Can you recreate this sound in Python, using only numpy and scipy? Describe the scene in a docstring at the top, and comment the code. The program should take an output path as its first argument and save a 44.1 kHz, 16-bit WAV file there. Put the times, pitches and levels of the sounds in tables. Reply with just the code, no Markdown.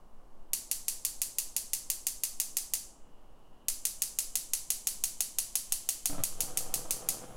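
"""A hard-walled kitchen, one hand-held microphone close to a gas hob.
The igniter ticks six times a second, in two runs. Each spark cracks, bounces off the steel top
and rings on in the burner and the room. Gas slowly fills the line, catches with a soft sputtering
whoomp, and burns with a low flutter and a thin hiss. Under it lie room tone and a faint draught."""
import sys
import numpy as np
from scipy import signal
from scipy.fft import rfft, irfft, next_fast_len
from scipy.io import wavfile

SR = 44100
rng = np.random.default_rng(int(sys.argv[2]) if len(sys.argv) > 2 else 0)


def wrap_up_sound(samples):
    """Save the sound to the file named by the first command line argument, as 16-bit audio."""
    columns = np.atleast_2d(samples).T
    # keep every value between -1 and 1, then stretch to whole-number steps
    tamed = np.clip(columns, -1, 1)
    steps = np.round(tamed * 32767).astype(np.int16)
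    wavfile.write(sys.argv[1], SR, steps)


N = 324612
TIME, RING_TIME = np.arange(N) / SR, np.arange(SR // 2) / SR
CATCH_S = 6.089  # the gas catches


def igniter(crack_db=10, room_db=7.5, lit_db=-0.2, air_puff_db=-26, gas_puff_db=-10, lit_puff_db=-3,
            wander=0.099, air_smear=0.121, lit_smear=0.5, sway_hz=0.097):
    """Sparks at close range: each arc takes a slightly different path, and richer gas puffs more."""
    # colour of the sound scattered round the kitchen: f/Hz, level/dB
    scatter = [(150, -37.5), (400, -39), (700, -21.5), (1500, -19), (2200, -14.5), (2900, -11), (3700, -11),
               (4500, -3.5), (5400, -3.5), (6300, -1), (8800, -1.5), (10000, 1.5), (12000, -2.5),
               (14600, -5), (15500, -15.5)]
    snap, ring, push = gain_of(crack_db) * crack(), burner_ring(), puff()
    tail_a, tail_b = (gain_of(room_db) * unit(coloured(room_tail(), scatter)) for _ in range(2))
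    out = np.zeros(N)
    for s, db in sparks():
        lit = s > CATCH_S  # the flame's hot, moving air smears the snap and leaves less gas to puff
        direct = gain_of(lit_db * lit) * smeared(snap, lit_smear if lit else air_smear)
        turn = 2 * np.pi * sway_hz * s  # the microphone drifts through the room's echo pattern
        response = direct + ring + np.cos(turn) * tail_a + np.sin(turn) * tail_b
        puff_db = air_puff_db + (gas_puff_db - air_puff_db) * gas_share(s) + lit_puff_db * lit
        tick = smeared(response, wander, taps=64) + gain_of(puff_db) * push
        add(out, s, gain_of(db) * tick)
    return out


def sparks(recharge_s=0.16745, first_lag_s=0.0014):
    """Time and level of each spark: one per recharge, the first recharge of a burst a little longer."""
    # bursts of up to five sparks: start t/s, spark count, level/dB
    bursts = [(0.5327, 1, -9.5), (0.713, 5, -10), (1.564, 5, -10), (2.3995, 3, -9.5), (3.6832, 5, -9.4),
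              (4.5341, 5, -9.2), (5.3852, 5, -9), (6.236, 5, -9.5), (7.0874, 1, -9)]
    return [(start + k * recharge_s + first_lag_s * (k > 0), db)
            for start, count, db in bursts for k in range(round(count))]


def crack(snap_db=-4):
    """The arc snaps and the gap under the burner cap rings briefly; both arrive by a few short paths."""
    # paths to the microphone, round the cap and off the hob: delay t/s, ring level/dB, snap level/dB
    paths = [(.0005, -5, -8.5), (.0009, 4, 15), (.0012, -15.5, -3), (.0017, 10.5, -11), (.0025, -13.5, -25),
             (.0036, -7, -22), (.0055, 6, -23), (.0059, 1.5, 2), (.0074, 1.5, -16.5)]
    # resonances of the gap under the cap: f/Hz, width/Hz, level/dB
    gap_modes = [(2040, 170, -6.5), (2447, 200, -13.5), (2862, 59, 3.5), (4080, 150, -4), (4370, 430, 2),
                 (5450, 480, 1.5), (6514, 360, 12.5), (7070, 423, 11.5), (8000, 170, 1), (8310, 330, 12),
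                 (9580, 320, 12), (10420, 490, 10), (11960, 1370, 5.5), (13760, 1100, 5), (15850, 620, 5.5)]
    # colour of the bare snap: f/Hz, level/dB
    snap_colour = [(150, -36), (400, -24.5), (720, -9.5), (1200, -28.5), (2000, -11.5), (2800, -9),
                   (4200, -8), (7000, -5), (11500, 0), (16000, -29)]
    ring_arrivals, snap_arrivals = np.zeros((2, len(RING_TIME)))
    for delay, ring_db, bright_db in paths:
        add(ring_arrivals, delay, gain_of([ring_db]))
        add(snap_arrivals, delay, gain_of([bright_db]))
    t = RING_TIME[:SR // 50]
    gap = sum((-1) ** k * gain_of(db) * width * np.exp(-np.pi * width * t) * np.sin(2 * np.pi * hz * t)
              for k, (hz, width, db) in enumerate(gap_modes))
    ring = unit(signal.fftconvolve(ring_arrivals, gap)[:len(RING_TIME)])
    snap = unit(coloured(snap_arrivals, snap_colour))
    return unit(ring + gain_of(snap_db) * snap)


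def burner_ring(t60_s=0.23):
    """The metal rings faintly after the snap."""
    # long modes of the burner and its steel top: f/Hz, level/dB
    modes = [(4727, -62.5), (6223, -61.5), (6449, -62.5), (6821, -116.5), (7117, -54.5), (7553, -56.5),
             (8118, -49), (8339, -80.5), (8414, -55), (8640, -49.5), (9022, -56), (9728, -47),
             (9798, -75.5), (9911, -57.5), (10115, -71.5), (10287, -69), (10492, -73), (10960, -48.5),
             (12032, -68.5), (12699, -61.5)]
    ring = sum(gain_of(db) * np.sin(2 * np.pi * (hz * RING_TIME + rng.random())) for hz, db in modes)
    return unit(ring * gain_of(-60 * RING_TIME / t60_s))


def puff(echo_db=-4, t60_s=0.043):
    """Gas heated by the spark swells: one soft push and its echoes off the hob."""
    # hollow colour of the puff: f/Hz, level/dB
    colour = [(100, -32.5), (330, -11.5), (430, -5.5), (560, -10.5), (740, 9.5), (950, -5.5), (1600, -10.5),
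              (2400, -18.5), (4000, -22.5)]
    decay = gain_of(-60 * RING_TIME / t60_s)
    arrivals = gain_of(echo_db) * unit(rng.standard_normal(len(RING_TIME)) * decay)
    arrivals[0] += 1  # the direct push
    return unit(coloured(arrivals, colour))


def flame(burn_db=-49.5, stand_s=6.26, room_db=-6):
    """A deep whoomp as the pooled gas flares off, a short lull, then the ring of flames stands up."""
    # three quick surges of the flare: t/s, level/dB
    surges = [(6.087, -45), (6.122, -43.5), (6.176, -43.5)]
    # spectrum of the whoomp: f/Hz, level/dB
    whoomp_colour = [(30, -5), (65, -12), (100, -2.5), (135, 5), (200, 1), (240, -18), (280, 8.5),
                     (365, -30), (510, -3.5), (700, -3), (900, -14.5), (1350, -11), (1700, -26),
                     (3000, -26), (8000, -43)]
    # spectrum of the settled flame: f/Hz, level/dB
    settled_colour = [(30, -20), (90, -5.5), (135, 4.5), (215, -0.5), (250, -2.5), (290, -0.5), (365, -5),
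                      (510, 2.5), (610, -4.5), (730, 1.5), (900, -8), (1300, -8), (1800, -20.5),
                      (3000, -22), (8000, -51)]
    drive = turbulence()
    flare_power = sum((gain_of(db) * envelope(s, attack_s=0.008, hold_s=0.021, fall_db_per_s=220)) ** 2
                      for s, db in surges)
    whoomp = np.sqrt(flare_power) * evened(coloured(drive, whoomp_colour))
    settled = gain_of(burn_db) * envelope(stand_s, attack_s=0.16, hold_s=0, fall_db_per_s=1.7)
    burn = whoomp + settled * evened(coloured(drive, settled_colour))
    return burn + gain_of(room_db) * signal.fftconvolve(burn, room_tail())[:N]


def turbulence(pops_per_s=550, spread_db=4, roar_db=-5):
    """Flamelets pop at the ports over a turbulent roar."""
    sizes = gain_of(spread_db * np.minimum(rng.exponential(1, N), 3.5))
    crackle = sizes * (rng.random(N) < pops_per_s / SR)
    return evened(crackle - crackle.mean()) + gain_of(roar_db) * rng.standard_normal(N)


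def pops(decay_s=0.00029):
    """A pocket of gas burns at once: a quick push of air and a shallow suck behind it."""
    # the flame's largest pops: t/s, peak level/dB
    pockets = [(6.0991, -34), (6.133, -31), (6.182, -32), (6.1919, -31.5), (7.2433, -35)]
    age = RING_TIME[:SR // 100] / decay_s
    push = age * (1 - age / 2) * np.exp(-age)
    out = np.zeros(N)
    for s, db in pockets:
        add(out, s - decay_s / 2, gain_of(db) * push / push.max())
    return out


def jet(hiss_db=-63, whistle_db=-65, start_s=5.2, rise_s=0.45, whistle_rise_s=2.2):
    """The jet hisses once gas has pushed the air out of the line; its whistle builds more slowly."""
    # spectrum of gas rushing through the jet: f/Hz, level/dB
    hiss_colour = [(1000, -14), (3000, -1.5), (4500, -6), (7000, 3), (9500, -7), (11500, -4), (14000, -4),
                   (16000, -14)]
    # whistling resonances of the jet: f/Hz, width/Hz, level/dB
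    modes = [(7240, 350, -6), (9950, 380, 10), (13700, 600, -10)]
    hz = np.fft.rfftfreq(N, 1 / SR)
    peaks = sum(gain_of(db) / (1 + (2 * (hz - centre) / width) ** 2) for centre, width, db in modes)
    whistle = evened(irfft(rfft(rng.standard_normal(N)) * peaks, N))
    whistle *= np.clip((TIME - start_s) / whistle_rise_s, 0, 1)
    hiss = noise(hiss_colour) * np.clip((TIME - start_s) / rise_s, 0, 1)
    return gain_of(hiss_db) * hiss + gain_of(whistle_db) * whistle


def purge(air_hz=2880, gas_hz=3100, width_hz=190, start_db=-86, grow_db_per_s=2.5):
    """Flow noise in a burner-tube resonance: it climbs as gas replaces air, and grows until the catch."""
    hz = air_hz + (gas_hz - air_hz) * gas_share(TIME)
    db = start_db + grow_db_per_s * np.minimum(TIME, CATCH_S)
    flow = rng.standard_normal(N) + 1j * rng.standard_normal(N)
    flutter = signal.lfilter([1], [1, -np.exp(-np.pi * width_hz / SR)], flow)
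    tone = np.exp(2j * np.pi * np.cumsum(hz) / SR)
    return gain_of(db) * evened((flutter * tone).real)


def gas_share(s, half_gas_s=4.5, fill_s=0.56):
    """Gas gradually replaces the air in the line: 0 = all air, 1 = all gas, at time s."""
    return 1 / (1 + np.exp((half_gas_s - s) / fill_s))


def room_tail(build_s=0.0008, wall_s=0.018, wall_spread_s=0.0027, wall_db=-3):
    """Dense reflections build quickly, bunched once by the back wall; each band dies at its own rate."""
    # ring time of the kitchen: f/Hz, t60/s
    ring_times = [(400, 0.27), (2000, 0.43), (4500, 0.4), (7500, 0.5), (10000, 0.38), (13000, 0.28),
                  (16000, 0.32)]
    hz, t, bands = signal.stft(rng.standard_normal(len(RING_TIME)), SR, nperseg=256)
    decay = gain_of(-60 * t / read(ring_times, hz)[:, None])
    tail = signal.istft(bands * decay, SR, nperseg=256)[1][:len(RING_TIME)]
    wall = gain_of(wall_db) * np.exp(-((RING_TIME - wall_s) / wall_spread_s) ** 2)
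    return unit(tail * (1 - np.exp(-RING_TIME / build_s) + wall))


def background(floor_db=-60, draught_db=-47, gust_db=-35.5):
    """Low room tone, and air drifting over the microphone, with a gust as the gas catches."""
    # steady rush of the room and the open line: f/Hz, level/dB
    room_tone = [(25, 9.5), (48, 13), (70, -7), (110, 4.5), (135, -3), (215, 2.5), (400, -2), (700, -2),
                 (1100, -5.5), (1500, -15.5), (2300, -23.5), (4000, -26), (10000, -27.5), (16000, -32.5)]
    # rumble of the draught on the microphone: f/Hz, level/dB
    draught_colour = [(1, -6), (5, 3), (9, -2), (20, -13.5), (32, -29), (70, -53), (200, -93.5)]
    gust = gain_of(gust_db) * envelope(CATCH_S, attack_s=0.03, hold_s=0.2, fall_db_per_s=22)
    return gain_of(floor_db) * noise(room_tone) + (gain_of(draught_db) + gust) * noise(draught_colour)


def gain_of(db):
    """Decibels to a factor."""
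    return 10 ** (np.asarray(db) / 20)


def evened(x):
    """Scales to rms 1."""
    return x / np.sqrt(np.mean(x ** 2) + 1e-20)


def unit(x):
    """Scales to energy 1."""
    return x / np.linalg.norm(x)


def read(points, hz):
    """Interpolates a table on a log-frequency axis."""
    f, value = np.transpose(points)
    return np.interp(np.log(hz + 1), np.log(f + 1), value)


def add(mix, s, sound):
    """Mixes a sound in at time s."""
    part = mix[round(s * SR):][:len(sound)]
    part += sound[:len(part)]


def coloured(x, points):
    """Causal, minimum-phase filter with the given spectrum."""
    size = 2 * next_fast_len(len(x))
    log_gain = np.log(gain_of(read(points, abs(np.fft.fftfreq(size, 1 / SR)))))
    response = np.exp(np.conj(signal.hilbert(log_gain)))[:size // 2 + 1]
    return irfft(rfft(x, size) * response, size)[:len(x)]


def noise(points):
    """Steady noise of rms 1 with the given spectrum."""
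    return evened(coloured(rng.standard_normal(N), points))


def envelope(start_s, attack_s, hold_s, fall_db_per_s):
    """A straight rise, then an exponential release from hold_s after the start."""
    age = TIME - start_s
    return np.clip(age / attack_s, 0, 1) * gain_of(-fall_db_per_s * np.maximum(age - hold_s, 0))


def smeared(x, share, taps=110):
    """Spreads part of a sound over random, slightly longer paths."""
    arrivals = unit(np.r_[1, share * unit(rng.standard_normal(taps))])
    return signal.fftconvolve(x, arrivals)[:len(x)]


def scene():
    """Sparks, flame, gas flow and kitchen at one close microphone."""
    return (igniter() + flame() + pops() + jet() + purge() + background())[None]


def record(dry):
    """The recorder's band limit: a steep low-pass at 16 kHz."""
    low_pass = signal.firwin(301, 16000, window=("kaiser", 9), fs=SR)
    return signal.oaconvolve(dry, low_pass[None], "same")


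dry = scene()
out = record(dry)
wrap_up_sound(out)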